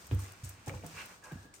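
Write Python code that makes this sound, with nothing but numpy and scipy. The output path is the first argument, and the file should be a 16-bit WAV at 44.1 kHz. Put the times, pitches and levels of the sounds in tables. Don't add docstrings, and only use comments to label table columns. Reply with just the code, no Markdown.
import sys
import numpy as np
from scipy import signal
from scipy.fft import rfft, irfft, next_fast_len
from scipy.io import wavfile
from scipy.ndimage import map_coordinates

SR = 44100
rng = np.random.default_rng(int(sys.argv[2]) if len(sys.argv) > 2 else 0)


def digitize_waveform(pressure):
    field = np.atleast_2d(pressure).T
    bounded = np.clip(field, -1, 1)
    quanta = np.round(bounded * 32767).astype(np.int16)
    wavfile.write(sys.argv[1], SR, quanta)


N = 70560


def amp(db):
    return 10 ** (np.asarray(db) / 20)


def unit_rms(x):
    return x / np.sqrt(np.mean(x ** 2) + 1e-20)


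def along(points, hz):
    point_hz, value = np.transpose(points)
    return np.interp(np.log(hz + 1), np.log(point_hz + 1), value)


def since(start_s):
    return np.maximum(np.arange(N) / SR - start_s, 0)


def curves(rows):
    time_s, *columns = np.transpose(rows)
    return [np.interp(since(0), time_s, column) for column in columns]


def wobble(knots_per_s):
    return map_coordinates(rng.standard_normal(4096), [since(0) * knots_per_s], mode="wrap")


def fade(t, t60_s):
    return np.exp(-np.log(1000) * t / t60_s)


def burst(start_s, rise_s, t60_s):
    return np.minimum(since(start_s) / rise_s, 1) * fade(since(start_s + rise_s), t60_s)


def filtered(x, response):
    size = next_fast_len(N + SR // 4)
    return irfft(rfft(x, size) * response(np.fft.rfftfreq(size, 1 / SR)), size)[..., :N]


def pan(x, left_db):
    return x * amp(np.array([[1], [-1]]) * left_db / 2)


# (frequency [Hz], left-right correlation)
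MIC_CORRELATION = [(60, 0.81), (200, 0.84), (500, 0.62), (1000, 0.088), (1700, -0.3), (3000, 0.16),
                   (5300, -0.017), (7300, 0.22), (8600, 0.74), (9600, -0.037), (10500, -1.007),
                   (12100, -0.96), (13000, 0.12), (13800, 1)]


def spread(pair, direct):
    def mid_side_shares(hz):
        diffuse = along(MIC_CORRELATION, hz)
        correlation = diffuse + (1 - diffuse) * direct / (1 + (hz / 4500) ** 4)
        angle = np.arccos(np.clip(correlation, -1, 1)) / 2
        return np.array([np.cos(angle), np.sin(angle)])
    mid, side = filtered(pair, mid_side_shares)
    return np.array([mid + side, mid - side])


def noise(colour_db, direct=0):
    white = rng.standard_normal((2, N))
    coloured = filtered(white, lambda hz: amp(colour_db(hz)))
    return unit_rms(spread(coloured, direct))


def friction(colour_db, grain_db, knots_per_s, direct=0):
    return unit_rms(noise(colour_db, direct) * amp(grain_db * wobble(knots_per_s)))


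# (frequency [Hz], t60 [s])
ROOM_T60 = [(100, 0.37), (1000, 0.25), (10000, 0.18)]


def room(x):
    tail_noise = spread(rng.standard_normal((2, N)), 0)[:, :SR // 2]
    hz, t, bands = signal.stft(tail_noise, SR, nperseg=256)
    decaying = bands * fade(t, along(ROOM_T60, hz)[:, None])
    tail = signal.istft(decaying, SR, nperseg=256)[1]
    mono = x.mean(axis=0)[None]
    return signal.fftconvolve(mono, tail / np.linalg.norm(tail[0]), axes=1)[:, :N]


# (frequency [Hz], relative level [dB])
AIR_COLOUR = [(25, -3), (50, 2.5), (95, 1.5), (250, -4.5), (550, -8.5), (900, -7), (1550, -9), (2200, -18),
              (4000, -18.5), (8500, -26), (12000, -33.5), (16000, -37)]
AIR_DB = -61


def room_tone():
    return amp(AIR_DB) * noise(lambda hz: along(AIR_COLOUR, hz))


# (time [s], level [dB])
RUSTLE_LEVEL = [(0, -55), (.15, -60.5), (.24, -53.5), (.37, -62), (.5, -57.5), (.57, -66), (.7, -62.5),
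                (.76, -57.5), (.835, -62), (.875, -53.5), (1.07, -54.5), (1.15, -58), (1.21, -67),
                (1.28, -63), (1.44, -61), (1.52, -88), (1.6, -68)]
# (frequency [Hz], relative level [dB])
RUSTLE_COLOUR = [(300, 7.5), (1500, 10.5), (3500, 4), (6000, 7), (7300, 4), (8700, 4.5), (11000, -4),
                 (14000, -1.5), (16000, -14)]
# (time [s], level [dB], t60 [s], tilt above 3 kHz [dB/octave])
CRACKLES = [(0.067, -46.5, 0.024, 6.5), (0.1454, -47, 0.019, 6), (0.189, -51.5, 0.45, 1),
            (.302, -59, 0.0075, 0), (0.32, -46.5, 0.0092, 6), (0.435, -50.5, 0.41, -4.5),
            (0.4426, -44, 0.047, 6.5), (0.4903, -41.5, 0.031, 9.5), (.66, -53, 0.15, -4.5),
            (0.677, -49, 0.12, -5), (0.7466, -50, 0.035, -10), (0.8619, -45, .05, 6),
            (1.058, -44, 0.017, 15.5), (1.2374, -52, 0.25, -5.5), (1.538, -52.5, 0.22, -4)]
# (frequency [Hz], relative level [dB])
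CRACKLE_COLOUR = [(500, -52), (2000, -4), (4000, -6), (6000, 5), (8500, 6), (11000, 4.5), (14000, 0),
                  (16000, -10)]
CRACKLE_RISE_S = 0.0024


def clothing():
    level_db, = curves(RUSTLE_LEVEL)
    out = amp(level_db) * friction(lambda hz: along(RUSTLE_COLOUR, hz), grain_db=1.5, knots_per_s=420)
    for start_s, db, t60_s, tilt in CRACKLES:
        def colour_db(hz):
            return along(CRACKLE_COLOUR, hz) + tilt * np.log2(np.maximum(hz, 3000))
        crackle = friction(colour_db, grain_db=2.5, knots_per_s=600)
        out += amp(db) * burst(start_s, CRACKLE_RISE_S, t60_s) * crackle
    return out


# (time [s], thud level [dB], settled pitch [Hz], thud length, twice the rise [s], floor ring level [dB])
STEPS = [(.04, -51, 79, 0.03, -63), (.095, -43.5, 85, 0.017, -58), (.1225, -29.5, 105.1, 0.03, -22.5),
         (.216, -50, 111, 0.02, -56), (.299, -48, 96, .02, -62), (.4335, -38, 112.2, 0.024, -37),
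         (.585, -60, 89, 0.022, -67), (.6775, -32, 109.5, .016, -46.5), (.716, -40.5, 125, 0.018, -37),
         (.752, -37.5, 100.5, 0.024, -37), (.84, -49.5, 160.2, .07, -64), (.93, -55, 158, 0.042, -50),
         (1.3215, -33, 139, 0.018, -44), (1.356, -35.5, 136, 0.0066, -43.5)]
# (frequency [Hz], relative level [dB], t60 [s])
FLOOR_MODES = [(72, -1, 0.25), (97.8, 4.5, 0.26), (117.8, -8, 0.21), (166.6, -17, 0.22), (209.8, -3, 0.057),
               (284.5, -17, 0.21), (329, -26.5, 0.25)]
MODE_RISE_S = 0.0092
SWEEP_RATIO, SWEEP_S = 0.95, 0.003
THUD_ROOM_DB = -17.5


def footfalls():
    out = np.zeros(N)
    for start_s, thud_db, hz, length_s, ring_db in STEPS:
        t = since(start_s)
        u = 2 * t / length_s
        envelope = u * np.exp((1 - u * u) / 2)
        cycles = hz * (t + SWEEP_RATIO * SWEEP_S * (1 - np.exp(-t / SWEEP_S)))
        out -= amp(thud_db) * envelope * np.sin(2 * np.pi * cycles - np.pi / 2)
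        ring = sum(amp(mode_db) * fade(t, t60_s) * np.sin(2 * np.pi * mode_hz * t)
                   for mode_hz, mode_db, t60_s in FLOOR_MODES)
        out -= amp(ring_db) * (1 - np.exp(-t / MODE_RISE_S)) * ring
    out = pan(out, left_db=-0.7)
    return out + amp(THUD_ROOM_DB) * room(out)


# (time [s], level [dB], resonance [Hz], t60 [s])
TICKS = [(0.1123, -40, 2610, 0.015), (.1135, -32.5, 290, 0.02), (.1905, -44, 1120, 0.031),
         (0.254, -53, 2280, 0.015), (.672, -50, 790, 0.19), (0.6947, -35, 2290, 0.018),
         (.696, -40.5, 1330, 0.017), (0.698, -50, 522, 0.3), (.74, -47, 833, 0.041),
         (.772, -54.5, 2420, 0.028), (0.826, -52.5, 2300, 0.024), (0.837, -45.5, 716, 0.067),
         (1.537, -61, 2310, 0.082)]
TICK_HALF_WIDTH_OCTAVES = 0.15


def ticks():
    out = np.zeros((2, N))
    for start_s, db, centre_hz, t60_s in TICKS:
        def resonance_db(hz):
            octaves = np.log2((hz + 1) / centre_hz)
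            return -20 * np.log10(1 + (octaves / TICK_HALF_WIDTH_OCTAVES) ** 2)
        out += amp(db) * burst(start_s, 0.0002, t60_s) * noise(resonance_db, direct=0.65)
    return out


# (time [s], level [dB], rise [s], t60 [s])
SCUFFS = [(0.113, -41, 0.0059, 0.2), (0.191, -53.5, .01, 0.2), (0.666, -40.5, 0.013, 0.15),
          (0.734, -49.5, 0.007, 0.33), (0.824, -47, 0.026, 0.09), (1.316, -41.5, 0.0052, 0.047),
          (1.432, -54.5, 0.027, 0.068)]
# (frequency [Hz], relative level [dB])
SCUFF_COLOUR = [(60, 1), (150, 1.5), (300, 4), (550, -9.5), (850, -12.5), (1300, -11), (2500, -18.5),
                (4000, -24), (12000, -29.5)]


def scuffs():
    level = sum(amp(db) * burst(start_s, rise_s, t60_s) for start_s, db, rise_s, t60_s in SCUFFS)
    brush = friction(lambda hz: along(SCUFF_COLOUR, hz), grain_db=0.5, knots_per_s=300, direct=0.27)
    return pan(level * brush, left_db=1)


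# (peak time [s], level [dB], rise [s], fall [s], tilt above 800 Hz [dB/octave])
SLIDES = [(.24, -60, 0.059, 0.13, -1.5), (.59, -64.5, 0.19, 0.18, 0.5), (0.997, -45, 0.032, 0.03, 0.5),
          (1.102, -56, 0.021, 0.025, -4.5), (1.261, -54.5, 0.022, 0.065, -9.5)]
# (frequency [Hz], relative level [dB])
SLIDE_COLOUR = [(150, -44), (300, -12), (700, -10), (1150, -2), (1550, 0.5), (1950, -5.5), (2300, 0),
                (2750, -0.5), (3150, -10.5), (5000, -14), (8200, -19), (11000, -25.5), (16000, -33)]


def slides():
    out, t = np.zeros((2, N)), since(0)
    for peak_s, db, rise_s, fall_s, tilt in SLIDES:
        def colour_db(hz):
            return along(SLIDE_COLOUR, hz) + tilt * np.log2(np.maximum(hz, 800))
        phase = (t - peak_s) / np.where(t < peak_s, rise_s, fall_s)
        speed = 1 / np.cosh(np.clip(phase * 1.175, -20, 20))
        out += amp(db) * speed * friction(colour_db, grain_db=1.24, knots_per_s=390, direct=0.69)
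    return pan(out, left_db=-2.2)


# (time [s], pitch [Hz], level [dB])
WHINE = [(1.22, 1690, -73), (1.242, 1658, -56), (1.28, 1648, -57.5), (1.3, 1572, -63.5), (1.316, 1582, -51),
         (1.335, 1630, -64.5), (1.385, 1660, -59), (1.425, 1670, -69), (1.47, 1646, -64),
         (1.535, 1650, -69), (1.575, 1620, -91)]
PITCH_JITTER, LEVEL_FLUTTER_DB = 0.022, 1.2
OVERTONE_DB, HUSK_DB, HUSK_WIDTH_HZ = -35, -3, 75
WHINE_ROOM_DB = -7.5


def whine():
    hz, db = curves(WHINE)
    phase = 2 * np.pi * np.cumsum(hz * (1 + PITCH_JITTER * wobble(170))) / SR
    sounding = (since(WHINE[0][0]) > 0) & (since(WHINE[-1][0]) == 0)
    husk_sin = wobble(2 * HUSK_WIDTH_HZ) * np.sin(phase)
    husk_cos = wobble(2 * HUSK_WIDTH_HZ) * np.cos(phase)
    husk = (husk_sin + husk_cos) / np.sqrt(2)
    tone = np.sin(phase) + amp(OVERTONE_DB) * np.sin(2 * phase) + amp(HUSK_DB) * husk
    level = amp(db + LEVEL_FLUTTER_DB * wobble(59.86))
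    voice = pan(sounding * level * tone, left_db=-1.0)
    return voice + amp(WHINE_ROOM_DB) * room(voice)


SOLE_ROOM_DB, TICK_ROOM_DB = -4, -4


def scene():
    clicks = ticks()
    soles = scuffs() + slides()
    wet = room(amp(SOLE_ROOM_DB) * soles + amp(TICK_ROOM_DB) * clicks)
    return room_tone() + clothing() + footfalls() + clicks + soles + wet + whine()


# (frequency [Hz], left minus right [dB])
MIC_BALANCE = [(100, -0.5), (2500, -0.6), (4500, 0.5), (6000, 2.5), (7100, 6.5), (8300, 0.5), (12000, 0)]
LOW_CUT_HZ, TOP_HZ = 50, 16200


def record(dry):
    def response(hz):
        low_cut = 1 / np.sqrt(1 + (LOW_CUT_HZ / (hz + 1)) ** 6)
        return pan((hz < TOP_HZ) * low_cut, along(MIC_BALANCE, hz))
    return filtered(dry, response)


dry = scene()
out = record(dry)
digitize_waveform(out)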